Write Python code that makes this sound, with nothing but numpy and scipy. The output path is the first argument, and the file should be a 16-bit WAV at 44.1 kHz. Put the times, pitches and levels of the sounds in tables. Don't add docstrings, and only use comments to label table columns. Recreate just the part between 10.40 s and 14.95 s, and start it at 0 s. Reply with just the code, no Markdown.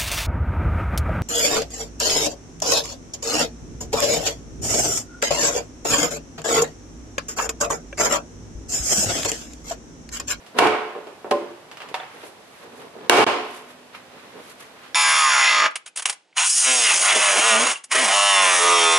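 import sys
import numpy as np
from scipy import signal
from scipy.fft import rfft, irfft, next_fast_len
from scipy.io import wavfile
from scipy.ndimage import uniform_filter1d, map_coordinates

SR = 44100
rng = np.random.default_rng(int(sys.argv[2]) if len(sys.argv) > 2 else 0)


def digitize_waveform(pressure):
    field = np.atleast_2d(pressure).T
    bounded = np.clip(field, -1, 1)
    quanta = np.round(bounded * 32767).astype(np.int16)
    wavfile.write(sys.argv[1], SR, quanta)


N = 200469

# freq_hz, density_db (dB per Hz)
SCRAPE_COLOUR = [(500, -23), (1100, 1), (2500, -2.5), (4000, -7.5), (6500, -23), (12000, -121)]


def amp(db):
    return 10 ** (np.asarray(db) / 20)


def unit(x):
    return x / np.sqrt(np.mean(x ** 2) + 1e-20)


def along(points, hz):
    point_hz, value = np.transpose(points)
    return np.interp(np.log(hz + 1), np.log(point_hz + 1), value)


def filtered(x, response):
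    size = x.shape[-1]
    padded = 2 * next_fast_len(size // 2 + 4096)
    spectrum = rfft(x, padded) * response(np.fft.rfftfreq(padded, 1 / SR))
    return irfft(spectrum, padded)[..., :size]


def causal(gain):
    cepstrum = irfft(np.log(np.maximum(gain, 1e-6)))
    half = len(cepstrum) // 2
    folded = np.r_[cepstrum[0], 2 * cepstrum[1:half], np.zeros(half)]
    return np.exp(rfft(folded))


def wobble(rate, size):
    knots = rng.standard_normal(int(size * rate / SR) + 4)
    return map_coordinates(knots, [np.arange(size) * rate / SR])


def diffuse(size, strength=1):
    # freq_hz, side_to_mid_db
    width = [(60, -2), (130, -9.5), (330, -8), (690, -4.5), (1270, -3), (2300, 0), (5000, 1), (11000, 1)]
    turn = np.arctan(amp(along(width, np.fft.rfftfreq(size, 1 / SR))))
    noise = rfft(strength * rng.standard_normal((2, size)))
    mid, side = irfft(noise * [np.cos(turn), np.sin(turn)], size)
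    return np.array([mid + side, mid - side])


def garage(build_s=0.009):
    # freq_hz, t60_s
    decay = [(100, 0.26), (300, 0.65), (1000, 0.72), (2700, 0.82), (5000, 0.68), (11000, 0.47)]
    # freq_hz, level_db
    walls = [(100, 14), (400, 3.5), (1200, 3), (3000, -3), (6000, -3), (11000, -1), (13500, -14)]
    hz, t, bands = signal.stft(diffuse(SR), SR, nperseg=256)
    dying = bands * amp(-60 * t / along(decay, hz)[:, None])
    tail = signal.istft(dying, SR, nperseg=256)[1][:, :SR]
    build = 1 - np.exp(-np.arange(SR) / SR / build_s)
    tail = unit(tail * build) / np.sqrt(SR)
    return filtered(tail, lambda hz: amp(along(walls, hz)))


def rings(modes, count, longest_s, split=0.01914, neighbour_db=-4, scatter_db=1.5, spread=0.26, swell_s=0.00033):
    t = np.arange(SR) / SR
    hz, db, t60 = np.repeat(np.array(modes, float), 3, axis=0).T[:, :, None]
    offset = np.tile([-1, 0, 1], len(modes))[:, None]
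    hz = hz * (1 + split * offset * (.5 + rng.random(hz.shape)))
    life = np.minimum(t60, longest_s) / np.hypot(1, hz / 2500)
    fade = np.exp(-np.log(1000) * t / life)
    waves = amp(db + neighbour_db * np.abs(offset)) * fade * np.exp(2j * np.pi * hz * t)
    size, skew, phase = rng.standard_normal((count, 3, 1, len(hz))).swapaxes(0, 1)
    apart = spread * hz.T / np.hypot(hz.T, 1000) * skew * np.array([[1], [-1]])
    weights = amp(scatter_db * size) * np.exp(1j * (np.pi * phase + apart))
    ringing = (weights @ waves).imag * (1 - np.exp(-t / swell_s))
    radiation = signal.butter(N=3, Wn=0.63 * modes[0][0], btype="high", fs=SR, output="sos")
    return signal.sosfilt(radiation, ringing)


def blows(contacts, modes, level_db, modes_db, longest_s, low_hz, spike, grit_db, bright_hz, rise_s, lag_s=.00005):
    # freq_hz, density_db (dB per Hz)
    crack = [(24, -94), (40, -63), (80, -72), (107, -15.5), (160, -25.5), (235, -11), (354, -4),
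             (508, -4.5), (710, -5), (781, -3.5), (860, -3), (1200, -6.5), (1720, -10.5), (3000, -11),
             (3700, -17), (5200, -22), (6200, -26.5), (10700, -32), (12300, -33.5), (14000, -64),
             (16000, -92), (22000, -120)]
    out, t = np.zeros((2, N + SR)), np.arange(SR) / SR
    side = np.array([[-1], [1]])
    jolt = filtered(signal.unit_impulse(SR, 16), lambda hz: np.exp(1j * np.pi * hz * lag_s * side))
    jolt = filtered(jolt, lambda hz: np.hypot(1, hz / bright_hz))
    all_rings = rings(modes, len(contacts), longest_s)
    for (s, db, boom_db, sizzle_db, t60, room_db, ring_db), ring in zip(contacts, all_rings):
        grit = amp(grit_db * wobble(900, SR))
        envelope = (1 - np.exp(-t / rise_s)) * np.exp(-np.log(1000) * t / t60)
        crackle = unit(diffuse(SR, grit * envelope)) / np.sqrt(SR)
        push = (crackle + spike * jolt) / np.hypot(1, spike) + amp(room_db) * garage()
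        tilt = [(120, boom_db / 2), (450, boom_db), (1900, 0), (7000, sizzle_db)]

        def colour(hz):
            radiated = hz ** 2 / np.hypot(hz ** 2, low_hz ** 2)
            return causal(amp(along(crack, hz) + along(tilt, hz)) * radiated)

        sound = amp(level_db) * filtered(push, colour) + amp(modes_db + ring_db) * ring
        out[:, round(s * SR):][:, :SR] += amp(db) * sound
    return out[:, :N]


def rub(spectrum, grain_db, grain_rate):
    size = next_fast_len(N)
    grip = amp(grain_db * wobble(grain_rate, size))
    return unit(filtered(diffuse(size, grip)[:, :N], lambda hz: amp(along(spectrum, hz))))


def air():
    # freq_hz, density_db (dB per Hz)
    rush = [(15, -50), (25, -13), (74, -10.5), (130, -6), (594, -1.5), (755, -2.5), (886, -4), (1360, -8.5),
            (1720, -8.5), (3730, -14), (5130, -17.5), (9990, -23.5), (12200, -23), (14000, -93)]
    noise = diffuse(next_fast_len(N))[:, :N]
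    return amp(-48) * unit(filtered(noise, lambda hz: amp(along(rush, hz))))


def ticks(boom_db=-8, crackle_s=0.12, room_db=-5):
    # start_s, strength_db, sizzle_db, ring_db
    catches = [(.0644, -40, 13, -9), (1.3145, -28.5, 3, -18), (1.3714, -29, 3.5, -31),
               (1.4033, -27, -2, -14), (1.419, -25.5, -1, -25), (1.488, -35, 9.5, -10),
               (1.5425, -16, 1, 2.5), (1.600, -25, -14, 6), (1.633, -29, -12, 2), (2.4165, -34.5, 0.5, -16),
               (3.548, -32, -19, -8)]
    # freq_hz, level_db, t60_s (before damping)
    bracket = [(507, -5, 0.11), (604, -1.5, 0.15), (750, 3.5, 0.15), (941, -3, 0.19), (1277, -20, 0.12),
               (1420, -21, 0.3), (1740, -8, .12), (2170, -17, 0.27), (2460, -16, 0.19), (2620, -9, .3),
               (3500, 1, 0.058)]
    contacts = [(s, db, boom_db, sizzle_db, crackle_s, room_db, ring_db)
                for s, db, sizzle_db, ring_db in catches]
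    return blows(contacts, bracket, level_db=36.0, modes_db=-17.5, longest_s=0.26, low_hz=540,
                 spike=0.58, grit_db=1.5, bright_hz=12000, rise_s=0.00087)


def flexing(creak_db=-9, attack_s=0.034, release_s=0.01, tremble_db=-3.3, tremble_rate=30):
    # start_s, length_s, level_db
    pulls = [(0.137, 0.042, -35.5), (1.262, 0.069, -49), (1.406, 0.12, -47.5), (1.718, 0.066, -48.5),
             (2.199, 0.67, -46.5), (2.364, .04, -46), (2.545, 0.019, -62), (3.716, .2, -51),
             (3.921, 0.094, -44), (4.007, 0.37, -58.5)]
    # freq_hz, density_db (dB per Hz)
    flex = [(47, -52), (80, -30), (140, -10.5), (247, -2.5), (350, -4.5), (450, 4.5), (644, -8), (1030, -7),
            (1500, -17.5), (1950, -24), (3300, -120)]
    t, strain = np.arange(N) / SR, np.zeros(N)
    for s, length, db in pulls:
        build = np.clip((t - s) / attack_s, 0, 1)
        ease = np.exp(-np.maximum(t - s - length, 0) / release_s)
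        strain += amp(db) * build * ease
    groan = rub(flex, grain_db=2, grain_rate=180)
    creak = rub(SCRAPE_COLOUR, grain_db=3.0, grain_rate=180)
    tremble = amp(tremble_db * wobble(tremble_rate, N))
    return strain * tremble * (groan + amp(creak_db) * creak)


def dragging():
    # fastest_s, speeding_up_s, stopping_s, scrape_db, hiss_db
    slips = [(0.187, 0.01, 0.012, -28, -36), (1.75, .06, .05, -55, -61), (1.84, 0.048, 0.023, -44.5, -62),
             (1.88, 0.053, 0.024, -54, -48.5), (2.24, 0.18, 0.02, -50, -55.5),
             (2.385, 0.056, 0.086, -53.5, -55.5), (3.175, 0.1, 0.041, -45, -47.5),
             (3.305, 0.017, 0.022, -45.5, -51), (3.551, 0.01, 0.028, -37.5, -53.5),
             (3.79, 0.11, 0.21, -48, -64), (4.114, 0.088, 0.017, -47, -48.5),
             (4.207, .015, 0.051, -44, -47.5), (4.46, 0.083, 0.049, -44.5, -59)]
    # freq_hz, density_db (dB per Hz)
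    slide = [(2500, -4), (6000, 1), (8000, -0.5), (11500, 2.5), (13000, -13), (14000, -40)]
    t, out = np.arange(N) / SR, np.zeros((2, N))
    scrape = rub(SCRAPE_COLOUR, grain_db=1.5, grain_rate=220)
    hiss = rub(slide, grain_db=1.8, grain_rate=140)
    for s, rise_s, stop_s, scrape_db, hiss_db in slips:
        speed = np.exp(-np.maximum((s - t) / rise_s, (t - s) / stop_s))
        out += speed * (amp(scrape_db) * scrape + amp(hiss_db) * hiss)
    return out


def snaps(cover_t60=0.81):
    # start_s, strength_db, boom_db, sizzle_db, crackle_t60_s, garage_db
    releases = [(0.1868, 1, 2, 4, 0.039, -1), (0.2195, -9.5, -5.5, -15, 0.031, 7.5),
                (0.2439, -9.5, -7.5, -6, 0.022, 7), (0.2702, -13, 12.5, 3.5, 0.023, -14),
                (2.6961, 7, -3, 7, 0.013, 2), (2.7238, -4.5, 5.5, -4, 0.0087, -1.5),
                (2.769, -3, 0, 4.5, 0.2, 6)]
    # freq_hz, level_db
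    cover_modes = [(298.6, -39), (360.7, -32), (431, -28.5), (479.1, -35.5), (592.2, -36.5), (710.6, -28),
                   (830, -36.5), (895, -47), (942.1, -32.5), (1059, -28.5), (1239, -41.5), (1330, -39),
                   (1474, -38), (1618, -39.5), (2157, -61), (2208, -45), (2261, -30), (2476, -46),
                   (2630, -52), (2780, -35), (2890, -45), (3004, -48), (3262, -69)]
    cover = [(hz, db, cover_t60) for hz, db in cover_modes]
    contacts = [(*row, 0) for row in releases]
    return blows(contacts, cover, level_db=30.5, modes_db=4.5, longest_s=1.1, low_hz=153,
                 spike=0.37, grit_db=0.0, bright_hz=3700, rise_s=0.0015)


def knocks(room_db=-8, full_ring_db=-12, ring_slope=0.4):
    # start_s, strength_db, boom_db, sizzle_db, crackle_t60_s
    bumps = [(.552, -27, 13, -16, 0.28), (0.671, -30.5, 10, 2, 0.18), (.845, -25, 11, -24, 0.29),
             (0.9106, -12, 1, 6, .018), (0.9136, -12.5, 7, 2.5, 0.075), (0.918, -26, 23.5, -26, 0.036),
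             (1.835, -35, 15.5, -11, 0.074), (2.553, -47.5, 28.5, -10, 0.08)]
    # freq_hz, level_db, t60_s (before damping)
    panel = [(201.6, -19, 0.44), (262, -20.5, 0.83), (348, -10, 0.55), (417, -1.5, 0.29), (429, -5.5, 0.28),
             (543.4, -9, 0.31), (585, -1, 0.41), (768, -4.5, 0.2), (894, -35, .4), (1040, -6, 0.28),
             (1180, -16, 0.22), (1840, -28, .5), (2640, -47, 0.44)]
    contacts = [(s, db, *colour, room_db, ring_slope * (db - full_ring_db)) for s, db, *colour in bumps]
    return blows(contacts, panel, level_db=32, modes_db=-8, longest_s=0.69, low_hz=144,
                 spike=0.55, grit_db=2.0, bright_hz=18110, rise_s=0.0018)


def wing(hz=249.0, db=-46, t60=5):
    t = np.maximum(np.arange(N) / SR - 2.7, 0)
    return amp(db) * np.sin(2 * np.pi * hz * t) * np.exp(-np.log(1000) * t / t60)


def scene():
    mix = air() + ticks() + flexing() + dragging() + snaps() + knocks() + wing()
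    return mix * amp([[-.8], [.8]])


def limiter(x, threshold_db=-11, attack_s=0.0052, release_db_per_s=65):
    pole = np.exp(-1 / (attack_s * SR))
    power = signal.lfilter([1 - pole], [1, -pole], np.mean(x ** 2, axis=0))
    excess = np.maximum(10 * np.log10(power + 1e-12) - threshold_db, 0)
    ramp = release_db_per_s * np.arange(N) / SR
    held = np.maximum.accumulate(excess + ramp) - ramp
    reduction_db = signal.lfilter([1 - pole ** 2], [1, -pole ** 2], held)
    return x * amp(-reduction_db)


def record(dry, gap_db=-25, gap_start_s=2.8443, gap_end_s=2.8655, ceiling=0.86, low_cut_hz=70, top_hz=13800):
    t = np.arange(N) / SR
    x = limiter(dry)
    x = x / (1 + (x / ceiling) ** 4) ** (1 / 4)
    in_gap = (t > gap_start_s) & (t < gap_end_s)
    x = x * uniform_filter1d(amp(gap_db * in_gap), size=64)
    x = signal.sosfilt(signal.butter(N=2, Wn=low_cut_hz, btype="high", fs=SR, output="sos"), x)
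    return filtered(x, lambda hz: 1 / np.hypot(1, (hz / top_hz) ** 40))


dry = scene()
out = record(dry)
digitize_waveform(out)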